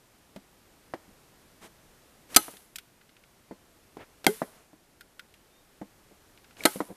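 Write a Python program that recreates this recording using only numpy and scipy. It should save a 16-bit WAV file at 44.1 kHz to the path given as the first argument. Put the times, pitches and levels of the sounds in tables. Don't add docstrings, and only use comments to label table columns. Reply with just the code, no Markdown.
import sys
import numpy as np
from scipy import signal
from scipy.fft import rfft, irfft
from scipy.io import wavfile

SR = 44100
rng = np.random.default_rng(int(sys.argv[2]) if len(sys.argv) > 2 else 0)


def generate_wav(sig):
    pcm = np.round(np.clip(np.atleast_2d(sig).T, -1, 1) * 32767).astype(np.int16)
    wavfile.write(sys.argv[1], SR, pcm)


N = 306926
T = np.arange(SR * 3 // 4) / SR

# start in seconds, crack level in dB, its treble
# shelf in dB, chatter length in seconds, then thump, steel ring and echo levels in dB.
STAPLES = [(2.3611, -10, 6, 0.0082, -22.5, -23, -6.5), (4.2650, -5.5, -1.5, 0.0009, -11, -40, -8),
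           (6.6520, -10, -5, 0.008, -17, -50, -6)]
# mode in Hz, decay (t60) in seconds, then its level in dB
BOARD_MODES = [(305, .035, -17, -16, -9.5), (420, 0.088, -28.5, -47.5, -45), (533, 0.12, -38, -25, -33),
               (640, 0.042, -29, -12, -37), (768, 0.039, -20, -6.5, -35), (845, .1, -21.5, -28, -20.5),
               (1281.5, 0.076, -10.5, -33, -16), (1447, 0.068, -24, -20.5, -19.5),
               (1550, 0.071, -20.5, -21, -17), (2067, 0.081, -23.5, -23.5, -24),
               (2145, 0.027, -23, -8, -16), (3250, 0.061, -29, -21.5, -22.5),
               (4180, .05, -31.5, -43, -17.5)]
# mode in Hz, level in dB, decay (t60) in seconds.
STEEL_MODES = [(2950, -11, .2), (3440, -11, .14), (4120, -5, .14), (4790, 15, .04), (6090, 21, .03),
               (6170, -16, .35), (7380, 11, .045), (8200, -6, .13), (8760, 20, .032), (9640, -6, .12),
               (10700, -10, .25), (11000, -10, .25), (11550, -6, .14), (11900, -9, .2), (12300, -6, .11),
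               (13350, 11, .045)]
# frequency in Hz, relative level in dB.
CRACK_SPECTRUM = [(30, -20.5), (120, -6), (250, 0), (600, 2), (850, 4.5), (1100, -1), (2100, 2.5),
                  (2800, 0), (5000, 0), (6200, -5.5), (7200, -0.5), (10500, 0.5), (14000, -4)]


def staple(spot, crack_db, treble_db, chatter_s, thump_db, steel_db, echo_db):
    drive = np.minimum(T / 0.0016, 1) ** 2 * np.exp(-np.maximum(T - chatter_s, 0) / 0.0022)
    chatter = 1 + .5 * np.cos(2 * np.pi * (T - .002) / .0028)
    crack = undb(crack_db) * colour(grains(0.93) * drive * chatter, CRACK_SPECTRUM)
    press = late(board_push(360, bounce_s=.0029, bounce_db=-3.5), 0.00088)
    spike = late(board_push(790, bounce_s=0.001, bounce_db=-6.5), 0.0013)
    thump = undb(thump_db) * (press + undb(-4) * spike)
    board = ring([(hz, dbs[spot], t60) for hz, t60, *dbs in BOARD_MODES], rise_s=.002, rough=0.15)
    steel = undb(steel_db) * ring(STEEL_MODES, rise_s=0.00096, rough=.7)
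    direct = shelf(crack, treble_db, hz=3343) + thump + late(board + steel, 0.00079)
    direct = signal.sosfilt(signal.butter(2, 140, "high", fs=SR, output="sos"), direct)
    return direct + undb(echo_db) * trunk_echo(near_db=-14, far_db=-28)


def board_push(hz, bounce_s=0.00305, bounce_db=-9):
    phase = 2 * np.pi * hz * T - np.pi
    swing = -phase * np.exp((1 - phase ** 2) / 2)
    return swing + undb(bounce_db) * late(swing, bounce_s)


# start in seconds, level in dB, contact pitch in Hz,
# relative level of the hard tick in dB.
KNOCKS = [(0.3615, -34.5, 315, -7.5), (0.937, -22, 860, -19.5), (1.08, -54.5, 222, -42),
          (2.37, -14, 950, -28), (2.4817, -28, 830, -30), (2.537, -43.5, 394, -5),
          (3.5106, -29, 400, -27.5), (3.9690, -32.5, 560, -16.5), (4.2438, -34.5, 600, -27.5),
          (4.4180, -13, 654, -35), (4.731, -42.5, 460, -24.5), (5.8141, -27, 400, -25.5),
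          (6.112, -46.5, 387.5, -30.5), (6.6660, -17, 840, -24), (6.758, -28, 323, -15),
          (6.8042, -13.5, 700, -26), (6.903, -36, 360, -31.5)]
# frequency in Hz, relative level in dB.
RATTLE_SPECTRUM = [(40, -36.5), (130, -11), (220, -1.5), (300, 5.5), (400, 0), (520, 3), (720, 0),
                   (1300, -11), (2150, -7.5), (2700, -24.5), (6000, -18.5), (14000, -27)]


def knock(db, hz, tick_db):
    hardness = np.log2(hz / 620)
    rattle = colour(grains(1) * (fade(0.038) + undb(-4) * fade(0.095)), RATTLE_SPECTRUM)
    rattle = lowpass(rattle, 1.5 * hz, order=1) * (1 - np.exp(-T / .0016))
    hollow = ring([(200, 4.5, .09), (267, -3, 0.1)], rise_s=0.0068)
    wood = undb(-7 - 4.5 * hardness) * rattle + undb(-17 - 15 * hardness) * hollow
    tick = lowpass(colour(grains(1.5) * fade(.045), SNAP_SPECTRUM), 6000, order=1)
    return undb(db) * (board_push(hz) + wood + undb(tick_db) * tick)


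# start in seconds, pitch in Hz,
# level in dB, rise as a share of the pitch.
BOARD_SWAYS = [(2.366, 306.4, -25.5, 0.062), (4.271, 155, -22, 0.2), (4.273, 216, -23, 0.049),
               (4.284, 343, -14, 0.3), (6.659, 364, -24.5, 0.049)]


def twang(hz, db, rise, swell_s=0.0099, t60=.11):
    pitch = hz * (1 + rise * (1 - np.exp(-T / .014)))
    return undb(db) * np.sin(2 * np.pi * np.cumsum(pitch) / SR) * fade(t60) * np.minimum(T / swell_s, 1)


# start in seconds, level in dB, shelf above 4 kHz in dB,
# relative level of the housing in dB.
LEVER_CLICKS = [(2.568, -40.5, 1, -26.5), (2.7574, -32, 9.5, -21), (2.7838, -27, -2, -23),
                (5.0085, -36, -2.5, -0.5), (5.1940, -32.5, -6.5, -1), (5.3393, -44, -2.5, -29)]
# frequency in Hz, relative level in dB.
SNAP_SPECTRUM = [(100, -24.5), (900, -23.5), (1400, 0.5), (2200, 1), (2800, 2.5), (3500, -0.5), (4500, -2),
                 (5800, -6), (7200, -6), (14000, -7)]
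# mode in Hz, level in dB, decay (t60) in seconds.
HOUSING_MODES = [(1421, -3, 0.052), (1500, -3, 0.042), (2000, -5, 0.023)]


def click(db, treble_db, housing_db):
    snap = colour(grains(3.6) * fade(.034) * (1 - np.exp(-T / 0.00047)), SNAP_SPECTRUM)
    housing = undb(housing_db) * ring(HOUSING_MODES, rise_s=0.0014)
    return undb(db) * (shelf(snap, treble_db) + housing)


# start in seconds, level in dB.
LATCHES = [(2.3457, -23.5), (4.2434, -28.5), (6.6357, -30)]


def latch(db):
    return click(db, treble_db=-2, housing_db=-25.5)


def spring_ping():
    return twang(hz=2240, db=-27.5, rise=.09, swell_s=0.00125, t60=0.02)


# start in seconds, first gap in seconds, level in dB.
CREAKS = [(3.0106, .081, -46), (6.3748, .069, -46.5)]


def creak(gap_s, db, count=4):
    gaps = gap_s * .93 ** np.arange(count)
    return sum(late(click(db, treble_db=-18, housing_db=-8.5), s) for s in np.cumsum(gaps) - gaps)


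# start in seconds,
# length in seconds, level in dB, treble corner in Hz.
SOFT_HISSES = [(1.606, 0.079, -48, 9000), (2.285, 0.1, -47, 12000), (3.979, 0.072, -46, 2680),
               (4.473, 0.2, -57, 8000), (6.564, 0.11, -47, 9400), (6.881, 0.06, -43, 590)]
# frequency in Hz, relative level in dB.
SOFT_HISS_SPECTRUM = [(60, -8), (250, 1.5), (800, -3.5), (2000, -6), (4500, -14.5), (14000, -10.5)]


def soft_hiss(length_s, db, corner_hz):
    swell = np.sin(np.pi * np.minimum(T / length_s, 1))
    return undb(db) * swell * unit(lowpass(colour(grains(0.99), SOFT_HISS_SPECTRUM), corner_hz))


# frequency in Hz, relative level in dB.
ECHO_SPECTRUM = [(100, -10), (400, -6), (1300, 0), (2800, -2), (4200, -2.5), (6000, -4), (8500, -0.5),
                 (10000, 2.5), (11000, 4), (11800, -0.5), (14000, -0.5)]


def trunk_echo(near_db=-21, far_db=-28.5):
    near = grains(1) * fade(0.097) * (1 - np.exp(-T / 0.012))
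    far = grains(1, size=128) * fade(.72) * (1 - np.exp(-T / 0.03))
    return colour(undb(near_db) * near + undb(far_db) * far, ECHO_SPECTRUM)


# start in seconds, length in seconds, first and last pitch in Hz,
# level in dB.
BIRD_WHISTLES = [(3.471, 0.12, 4740, 3980, -69), (5.496, .15, 3570, 3760, -66.5)]


def bird_whistle(length_s, start_hz, end_hz, db):
    progress = np.minimum(T / length_s, 1)
    pitch = start_hz + (end_hz - start_hz) * progress
    return undb(db) * np.sin(np.pi * progress) * np.sin(2 * np.pi * np.cumsum(pitch) / SR)


# frequency in Hz, relative level in dB.
AIR_SPECTRUM = [(12, -31.5), (20, 0.5), (71, -2), (112, -2), (270, -3), (337, -3), (365, -3.5), (522, -6),
                (582, -6.5), (687, -7.5), (2860, -15), (3650, -16.5), (14000, -20)]


def winter_air():
    steps = np.arange(0, 8, 1 / 16)
    stir = undb(0.46 * np.interp(np.arange(N) / SR, steps, rng.standard_normal(len(steps))))
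    hiss = unit(colour(rng.standard_normal(N), AIR_SPECTRUM))
    return undb(-59) * (hiss + (stir - 1) * lowpass(hiss, 700, order=1))


def ring(modes, rise_s, rough=0., detune=0.0045):
    steps = np.arange(0, T[-1], .005)
    tones = 0
    for hz, db, t60 in modes:
        wander, flutter, shift = rng.standard_normal((3, len(steps)))
        phase = 2 * np.pi * hz * (1 + detune * shift[0]) * T + rough * np.interp(T, steps, wander)
        envelope = undb(db) * fade(t60) * (1 + rough * np.interp(T, steps, flutter))
        tones = tones + envelope * np.sin(phase)
    return tones * (1 - np.exp(-T / rise_s)) / np.sqrt(1 + rough ** 2)


def grains(spread_db, size=16):
    strength = np.repeat(undb(spread_db * rng.standard_normal(len(T) // size + 1)), size)
    return unit(strength[:len(T)] * rng.standard_normal(len(T)))


def colour(x, points, size=4096):
    hz, db = np.transpose(points)
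    grid = np.maximum(np.fft.rfftfreq(size, 1 / SR), 1)
    gains = undb(np.interp(np.log(grid), np.log(hz), db))
    cepstrum = irfft(np.log(gains))
    cepstrum[1:size // 2] *= 2
    cepstrum[size // 2 + 1:] = 0
    response = irfft(np.exp(rfft(cepstrum)))
    return signal.fftconvolve(x, response / np.linalg.norm(response))[:len(x)]


def lowpass(x, hz, order=2):
    return signal.sosfilt(signal.butter(order, min(hz, SR / 2 - 1), fs=SR, output="sos"), x)


def shelf(x, db, hz=4000):
    w, gain = 2 * SR * np.tan(np.pi * hz / SR), float(undb(db))
    b, a = signal.bilinear([gain, np.sqrt(2 * gain) * w, w * w], [1, np.sqrt(2) * w, w * w], SR)
    return signal.lfilter(b, a, x)


def undb(db):
    return 10 ** (np.asarray(db) / 20)


def unit(x):
    return x / np.sqrt(np.mean(x ** 2))


def fade(t60):
    return np.exp(-np.log(1000) * T / t60)


def late(x, delay_s):
    return np.interp(T - delay_s, T, x, left=0)


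def add(track, start_s, sound):
    i = int(round(start_s * SR))
    track[i:i + len(sound)] += sound[:N - i]


def scene():
    small_sounds, staples = np.zeros(N), np.zeros(N)
    for source, table in [(knock, KNOCKS), (click, LEVER_CLICKS), (latch, LATCHES),
                          (soft_hiss, SOFT_HISSES), (creak, CREAKS), (twang, BOARD_SWAYS),
                          (bird_whistle, BIRD_WHISTLES)]:
        for start_s, *row in table:
            add(small_sounds, start_s, source(*row))
    add(small_sounds, 6.6062, spring_ping())
    for spot, (start_s, *row) in enumerate(STAPLES):
        add(staples, start_s, staple(spot, *row))
    echoes = undb(-24.5) * signal.fftconvolve(small_sounds, trunk_echo())[:N]
    return (staples + small_sounds + echoes + winter_air())[None]


def gain_control(x, threshold_db=-17, max_duck_db=4, start_duck_db=2, attack_s=0.15, recover_db_per_s=2):
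    over_db = np.clip(20 * np.log10(np.abs(x[0]) + 1e-9) - threshold_db, 0, max_duck_db)
    recovery_db = recover_db_per_s * np.arange(N) / SR
    held_db = np.maximum.accumulate(np.maximum(over_db + recovery_db, start_duck_db)) - recovery_db
    pole = np.exp(-1 / (attack_s * SR))
    duck_db = start_duck_db + signal.lfilter([1 - pole], [1, -pole], held_db - start_duck_db)
    return x * undb(-duck_db)


def record(dry):
    treble_cut = signal.ellip(12, .2, 80, 14200, fs=SR, output="sos")
    return signal.sosfilt(treble_cut, np.tanh(gain_control(dry)))


dry = scene()
out = record(dry)
generate_wav(out)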